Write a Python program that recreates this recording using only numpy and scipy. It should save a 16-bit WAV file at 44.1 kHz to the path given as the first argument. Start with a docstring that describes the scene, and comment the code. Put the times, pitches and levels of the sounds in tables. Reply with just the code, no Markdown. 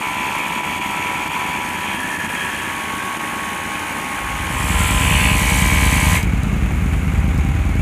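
"""A hand-held piston compressor fills a motorcycle tyre in a garage; the twin-cylinder engine idles.
On the floor the pump's valve buzzes, its piston knocks and its vents hiss, over exhaust pulses
and ticking tappets. It is lifted at 1.45 s. From 4.4 s the pump sounds closer and louder, and a
deep exhaust throb fades in. Switched off at 6.2 s, the pump stops with a ring of the case; plastic
clicks, fingers rustle and the engine carries on alone."""
import sys
import numpy as np
from scipy import signal
from scipy.fft import rfft, irfft, next_fast_len
from scipy.io import wavfile
from scipy.ndimage import uniform_filter1d

SR = 44100
rng = np.random.default_rng(int(sys.argv[2]) if len(sys.argv) > 2 else 0)


def generate_wav(sig):
    """Save sig (samples, or channels by samples) to the path in sys.argv[1] as 16-bit PCM at SR."""
    pcm = np.round(np.clip(np.atleast_2d(sig).T, -1, 1) * 32767).astype(np.int16)
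    wavfile.write(sys.argv[1], SR, pcm)


N = 344421
TIME = np.arange(N) / SR

# engine levels: t/s, thin exhaust/dB, deep exhaust/dB, valve gear/dB
ENGINE_LEVELS = [(0, -32.5, -80, -30.5), (4.1, -33, -56, -30.5), (4.25, -35, -31, -30.5),
                 (4.6, -40, -22.5, -31.5), (5.0, -45, -16, -29.5), (7.8, -68, -16.5, -31.5)]


def from_db(db):
    """Decibels to gain."""
    return 10 ** (np.asarray(db) / 20)


def rms_one(x):
    """Scale to unit power."""
    return x / np.sqrt(np.mean(x ** 2) + 1e-20)


def in_time(rows):
    """Columns of a (t/s, ...) table at every sample."""
    times_s, *columns = np.transpose(rows)
    return [np.interp(TIME, times_s, column) for column in columns]


def drift(corner_hz):
    """Smooth random wander, spread 1."""
    hz = np.fft.rfftfreq(N // 20, 20 / SR)
    slow = irfft(rfft(rng.standard_normal(N // 20)) / (1 + (hz / corner_hz) ** 2))
    return np.interp(np.arange(N) / 20, np.arange(len(slow)), rms_one(slow))


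def colour(x, spectrum, size=4096):
    """Minimum-phase filter along (f/Hz, level/dB) points; unit power."""
    hz, db = np.transpose(spectrum)
    grid_hz = np.maximum(np.fft.rfftfreq(2 * size, 1 / SR), 1)
    gain = from_db(np.interp(np.log(grid_hz), np.log(hz), db))
    cepstrum = irfft(np.log(gain))
    cepstrum[1:size] *= 2
    cepstrum[size + 1:] = 0
    response = irfft(np.exp(rfft(cepstrum)))[:size]
    return rms_one(signal.fftconvolve(x, response)[:N])


def crossfade_colours(x, position, spectra):
    """Blend adjacent spectra by fractional index."""
    return sum(np.maximum(1 - abs(position - k), 0) * colour(x, s) for k, s in enumerate(spectra))


def band(x, low_hz, high_hz, order=2):
    """Band-pass; unit power."""
    sos = signal.butter(order, [low_hz, high_hz], "band", fs=SR, output="sos")
    return rms_one(signal.sosfilt(sos, x))


def blows(turn, pattern, jitter_s, spread_db):
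    """Impulses at (phase/turn, level/dB) in every turn, scattered in time and level; unit power."""
    impulses = np.zeros(N)
    turns = np.arange(np.ceil(turn[-1]))
    for phase, db in pattern:
        slip, strength = rng.standard_normal((1024, 2))[:len(turns)].T
        times_s = np.interp(turns + phase, turn, TIME) + jitter_s * slip
        at = (times_s * SR).astype(int)
        heard = (at >= 0) & (at < N) & (turns + phase < turn[-1])
        impulses[at[heard]] += from_db(db + spread_db * strength[heard])
    return rms_one(impulses)


def decay(impulses, decay_s):
    """Exponential tail on each impulse."""
    return signal.lfilter([1], [1, -np.exp(-1 / (decay_s * SR))], impulses)


def puffs(impulses, decay_s):
    """Decaying noise burst per impulse; unit power."""
    return rms_one(decay(impulses, decay_s) * rng.standard_normal(N))


def disperse(x, lag_s):
    """Bending waves in a thin shell: lows travel slower, drawing a knock out; lag_s at 1 kHz."""
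    size = next_fast_len(N + SR // 4)
    khz = np.fft.rfftfreq(size, 1 / SR) / 1000
    phase_rad = 4 * np.pi * lag_s * 1000 * np.sqrt(khz)
    return irfft(rfft(x, size) * np.exp(-1j * phase_rad), size)[:N]


def garage(x, wet_db, t60_s=0.36):
    """Add the diffuse echo of bare walls."""
    t = TIME[:SR // 2]
    tail = rng.standard_normal(len(t)) * from_db(-60 * t / t60_s) * (t > .005)
    return x + from_db(wet_db) * signal.fftconvolve(x, tail / np.linalg.norm(tail))[:N]


def pump_balance():
    """Position index and part levels: 0 floor, 1 lifted, 2 in hand, 3 sounds closer, 4 tilted, 5 cupped."""
    # per position: t/s, fade time/s, valve/dB, housing/dB, rattle/dB, hiss/dB
    stages = [(0, 0, -27, -34.5, -26.5, -39), (1.45, 0.66, -32, -30.5, -31, -37.3),
              (2.42, 0.5, -29, -36, -34, -38), (4.38, .42, -25, -24.5, -23, -27),
              (4.98, 0.16, -24.5, -25, -21, -27), (5.3, 0.11, -25, -25, -23, -26.5)]
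    position = sum(np.clip((TIME - at_s) / fade_s, 0, 1) for at_s, fade_s, *_ in stages[1:])
    levels_db = [np.interp(position, np.arange(len(stages)), db) for db in np.transpose(stages)[2:]]
    return position, *levels_db


def valve(turn, position, snap_turn=.48, flutter_turn=.005, waver_db=1.5):
    """The valve snaps and gusts once a stroke; position sets which harmonics carry."""
    # buzz spectrum: harmonic of stroke rate, on floor/dB, in hand/dB, close/dB
    harmonics = [(7, -32, -30, -15), (8, -30, -25, -27), (9, -29, -26, -14), (10, -25, -23, -18),
                 (11, -15, -21, -18), (12, -9, -11, -10), (13, -8, -8, -12), (14, -3, -10, -10),
                 (15, -18, -15, -3), (16, -15, -1, -10), (17, -18, -27, -24), (18, -21, -13, -14),
                 (19, -12, -20, -26), (20, -21, -25, -18)]
    phase = turn - snap_turn + flutter_turn * drift(7.2)
    buzz = 0
    for harmonic, *levels_db in harmonics:
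        db = np.interp(position, [0, 2, 3], levels_db) + waver_db * drift(7.3)
        buzz = buzz + from_db(db) * np.cos(2 * np.pi * harmonic * phase)
    buzz = band(disperse(buzz, lag_s=.008), 350, 1900)
    buzz /= np.sqrt(uniform_filter1d(buzz ** 2, size=SR // 5))  # level held over 0.2 s
    strokes = blows(turn, [(0.061, 0)], jitter_s=0.00037, spread_db=4.5)
    gust = band(puffs(strokes, decay_s=0.01), 895, 1127)
    gust_db = np.interp(position, [2, 3], [-9, -14])
    return buzz + from_db(gust_db) * gust


def housing(turn, position):
    """Piston knock, drawn out by the shell or sharp close up; rod and gears scrape in the case."""
    # piston knock, then its rebound (heard close up): phase/turn, level/dB
    knocks = [(.5, -2), (0.712, -1)]
    # rod and gear contacts: phase/turn, level/dB
    contacts = [(0.019, 8), (0.333, 3), (.54, -7), (0.779, 5.5)]
    # plastic case response, one per position: f/Hz, level/dB
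    case_spectra = [
        [(820, -32), (1400, -18), (1520, -14), (1540, -17), (1790, -4.5), (2110, -8.5), (2190, -1), (2320, 1),
         (2800, -9.5), (3170, -13), (3310, -7.5), (3500, -17.5), (3870, -26.5), (4500, -30), (5850, -42),
         (9900, -120)],
        [(820, -33), (1400, -3.5), (1540, -14), (1600, -10), (1690, 1.5), (1820, 0.5), (1950, -9.5), (2490, -3),
         (2640, -7.5), (3130, -10.5), (3260, -2.5), (3470, -20), (4500, -28), (5850, -64.5), (9900, -120)],
        [(820, -37.5), (1400, 1.5), (1610, 1), (2260, 1), (2490, -0.5), (2690, -7), (2930, -3.5), (4120, -19.5),
         (4500, -26), (5850, -48), (9900, -120)],
        [(820, -43.5), (1400, 12.5), (1420, -9), (2060, -2), (2380, 4), (2630, -5.5), (3070, -3), (3940, -18),
         (4500, -32), (5850, -83), (9900, -120)],
        [(820, -40), (1400, -9), (2130, -1), (2360, 0), (2960, -4), (3280, -14), (3580, -10.5), (3770, -28),
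         (4500, -10), (5850, -54), (9900, -120)],
        [(820, -53), (1400, -22), (1480, -25), (1570, -7), (1800, -6.5), (1970, -1.5), (2130, 0.5), (2260, 5),
         (2520, -5), (2570, -7), (3170, -8), (3420, -17), (4500, -23), (5850, -27), (9900, -120)],
    ]
    close = np.clip(position - 2, 0, 1)
    drawn_out = disperse(blows(turn, knocks[:1], jitter_s=.00001, spread_db=.8), lag_s=.024)
    sharp = disperse(blows(turn, knocks, jitter_s=.00001, spread_db=.8), lag_s=.003)
    knock = np.sqrt(1 - close) * drawn_out + np.sqrt(close) * sharp
    scrape = puffs(blows(turn, contacts, jitter_s=0.00014, spread_db=0.5), decay_s=0.0028)
    scrape_db = np.interp(position, [2, 3], [-4, -8])
    excitation = knock + from_db(scrape_db) * garage(scrape, wet_db=8)
    return crossfade_colours(excitation, position, case_spectra)


def near_echoes(x, wander=0.018):
    """Palm, rim and floor echoes comb the hiss; the peaks shift as the hand moves."""
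    # reflections: delay/s, level/dB
    surfaces = [(.0009, -15), (.0021, -11), (.0034, -11), (.0052, -12)]
    echoes = 0
    for delay_s, db in surfaces:
        lag_s = delay_s * (1 + wander * drift(0.5))
        echoes = echoes + from_db(db) * np.interp(TIME - lag_s, TIME, x)
    return rms_one(x + echoes)


def vent_air(turn, position, tick_db=-15, steady_db=-6, open_s=0.0022, close_s=0.0049):
    """Air spits through the vents twice a turn, over a steady rush."""
    # vent hiss on floor, in hand, close, cupped: f/Hz, level/dB
    hiss_spectra = [
        [(2350, -17), (4000, -6), (4280, -1.5), (4760, -4), (5360, -6), (6090, -2.5), (6700, 2), (7290, -3),
         (9080, 1), (10700, -4), (11300, -10.5), (12500, 0.5), (15300, -23)],
        [(2350, -25), (4000, -4.5), (5390, -6), (6780, 1), (7330, -2.5), (8730, 1), (9990, 2), (11400, -6.5),
         (12600, -3), (15300, -15)],
        [(2350, -38), (4000, -9), (4280, -7), (4550, -10.5), (5570, -12.5), (7930, 2), (8490, -4.5),
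         (9180, -1.5), (10400, -3.5), (11400, -12), (12600, -7), (15300, -21)],
        [(2350, -18.5), (4000, -3), (5390, -10), (5510, -8), (6370, 0), (7050, -3.5), (7590, 1), (8880, -1),
         (10400, -2.5), (11400, -7.5), (12400, -4.5), (13800, -9), (15300, -20)],
    ]
    spits = blows(turn, [(0.62, -10), (.15, -4)], jitter_s=0.00025, spread_db=1)
    opening = np.exp(-.5 * ((TIME[:SR // 50] - .01) / (open_s / 2)) ** 2)
    flow = signal.fftconvolve(spits, opening, "same")  # the valve takes a moment to open
    ticks = from_db(tick_db) * rms_one(disperse(spits, lag_s=.008))
    rush = puffs(flow, decay_s=close_s) + ticks + from_db(steady_db) * rng.standard_normal(N)
    spectrum_index = np.interp(position, [0, 1, 2, 3, 5], [0, 1, 1, 2, 3])
    return near_echoes(crossfade_colours(rush, spectrum_index, hiss_spectra))


def compressor(off_s=6.172, coast_s=0.29, body_fade_db_per_s=214, hiss_fade_db_per_s=255):
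    """All parts follow the crank; after switch-off, back pressure slows it and the sound dies."""
    # crank speed, sagging as the tyre fills: t/s, stroke rate/Hz
    crank = [(0.0, 71.67), (0.89, 70.019), (1.49, 70.572), (1.69, 70.105), (2.13, 70.137), (2.63, 69.311),
             (3.42, 68.937), (3.82, 68.19), (4.31, 68.618), (4.51, 67.771), (6.15, 67.871)]
    # rattle offset as the pump is picked up and turned: t/s, level/dB
    rattle_offset = [(1.4, -4), (1.72, -4.5), (1.91, 1.5), (2.1, -3.5), (2.43, 0), (2.75, 1)]
    position, valve_db, housing_db, rattle_db, hiss_db = pump_balance()
    since_off_s = np.maximum(TIME - off_s, 0)
    stroke_hz = in_time(crank)[0] * np.exp(-since_off_s / coast_s) * (1 + .001 * drift(8))
    turn = np.cumsum(stroke_hz) / SR
    case = housing(turn, position)
    buzz = from_db(valve_db) * valve(turn, position)
    knock = from_db(housing_db) * band(case, 1440, 2032, order=4)
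    rattle = from_db(rattle_db + in_time(rattle_offset)[0]) * band(case, 2247, 4240, order=4)
    body = from_db(-body_fade_db_per_s * since_off_s) * (buzz + knock + rattle)
    hiss = from_db(hiss_db - hiss_fade_db_per_s * since_off_s) * vent_air(turn, position)
    return garage(body, wet_db=-12) + hiss


def exhaust(cycle, gas_db=2, eddy_db=-2):
    """Each firing sends a pressure pulse and a puff of gas down the pipe."""
    # uneven firing of the two cylinders: phase/cycle, level/dB
    firings = [(.065, -4), (.69, -2.5)]
    # thin exhaust note: f/Hz, level/dB
    thin_spectrum = [(28, -31), (50, -8.5), (85, -0.5), (115, -3.5), (150, 0), (195, 4.5), (245, 2),
                     (300, 0.5), (400, -4), (480, -24), (700, -27), (1200, -43.5)]
    # deep exhaust throb: f/Hz, level/dB
    deep_spectrum = [(14, -75), (30, -19.5), (52, 4), (78, 3), (97, -1.5), (108, -10), (120, -7.5),
                     (160, -13), (192, -6), (235, -16.5), (268, -14.5), (305, -23), (450, -32),
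                     (800, -58.5)]
    thin_db, deep_db, _ = in_time(ENGINE_LEVELS)
    pulses = blows(cycle, firings, jitter_s=.0003, spread_db=0.5)
    gas = puffs(pulses, decay_s=0.1)
    eddies = band(gas, 92, 16400, order=1)  # keeps the deepest notes steady
    thin = colour(garage(pulses + from_db(gas_db) * gas, wet_db=-4.5), thin_spectrum)
    deep = colour(garage(pulses + from_db(eddy_db) * eddies, wet_db=-2.5), deep_spectrum)
    return from_db(thin_db) * thin + from_db(deep_db) * deep


def valve_gear(cycle, chain_db=1):
    """Tappets tick over cam chain rustle and gear whine."""
    # tappet and chain spectrum: f/Hz, level/dB
    clatter_spectrum = [(30, -52), (220, -7.5), (400, -2.5), (600, -0.5), (1450, -0.5), (1900, -3),
                        (2250, 2.5), (2700, -4.5), (3900, -17.5), (5300, -27), (6700, -13.5), (7800, -20),
                        (10000, -20.5), (15300, -36)]
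    # gear tones: f/Hz, level/dB
    gear_tones = [(791, -43.5), (1308, -53), (2159, -47), (2234, -49)]
    taps = blows(cycle, [(.1, -0.31), (.3, -3.1), (.55, -1.3), (.8, -0.026)],
                 jitter_s=.002, spread_db=2.2)
    tappets = puffs(taps, decay_s=0.019)
    chain = from_db(chain_db) * rng.standard_normal(N)
    clatter = colour(tappets + chain, clatter_spectrum)
    clock_s = np.cumsum(1 + .003 * drift(9.8)) / SR  # pitch wavers
    whine = sum(from_db(db + 3 * drift(3)) * np.sin(2 * np.pi * hz * clock_s) for hz, db in gear_tones)
    return from_db(in_time(ENGINE_LEVELS)[2]) * clatter + whine


def dips(cycle, phase_cycle=.12, mean_db=0.3, width_s=0.01):
    """Gain that dips briefly by a random depth each engine cycle, and deeper at listed times."""
    # deepest dips: t/s, depth/dB
    deep_dips = [(.622, 5.2), (.801, 6), (1.293, 5.5), (1.984, 3.5), (2.182, 4), (2.28, 5), (3.188, 4.5),
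                 (3.852, 1.5)]
    times_s = np.interp(np.arange(int(cycle[-1])) + phase_cycle, cycle, TIME)
    depths_db = mean_db * np.minimum(rng.exponential(1, 128), 4)
    sag_db = np.zeros(N)
    for at_s, db in [*zip(times_s, depths_db), *deep_dips]:
        near = slice(*np.searchsorted(TIME, [at_s - .03, at_s + .03]))
        bell = np.exp(-((TIME[near] - at_s) / width_s) ** 2)
        sag_db[near] = np.maximum(sag_db[near], db * bell)
    return from_db(-sag_db)


def last_knock(at_s=6.168, ring_hz=2120, rise_s=.005, decay_s=.016, gain_db=-13):
    """As the motor cuts out, the piston's last knock rings the case."""
    t = np.maximum(TIME - at_s, 0)
    envelope = (1 - np.exp(-t / rise_s)) * np.exp(-t / decay_s)
    return from_db(gain_db) * envelope * np.sin(2 * np.pi * ring_hz * t)


def plastic_clicks(decay_s=0.0029, trim_db=-12):
    """Short dry snaps of switch and case."""
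    # snaps: t/s, level before trim/dB
    snaps = [(6.2293, -12.5), (6.4336, -18), (7.3782, -21)]
    hits = np.full(N, 1e-18)  # floor against underflow
    for at_s, db in snaps:
        hits[round(at_s * SR)] = from_db(db + trim_db)
    return decay(hits, decay_s) * band(rng.standard_normal(N), 2000, 13000, order=1)


def finger_rustle(at_s=6.95, width_s=0.28, level_db=-51):
    """Fingers shift their grip with a soft rustle."""
    envelope = np.exp(-((TIME - at_s) / width_s) ** 2)
    return from_db(level_db) * envelope * band(rng.standard_normal(N), 7500, 13000)


def scene():
    """Pump in front, idling engine behind; mono."""
    # hunting idle: t/s, four-stroke cycle rate/Hz
    idle = [(0.0, 10.089), (2.31, 10.185), (2.57, 9.868), (3.42, 10.444), (4.78, 9.823), (6.29, 9.791),
            (6.49, 10.632), (7.0, 9.391), (7.8, 9.981)]
    cycle = np.cumsum(in_time(idle)[0]) / SR
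    throb = exhaust(cycle)
    machinery = dips(cycle) * (compressor() + valve_gear(cycle))
    return (throb + machinery + last_knock() + plastic_clicks() + finger_rustle())[None]


def record(dry):
    """Steep low-pass at 15.3 kHz."""
    return signal.sosfilt(signal.ellip(12, .1, 90, 15300, fs=SR, output="sos"), dry)


dry = scene()
out = record(dry)
generate_wav(out)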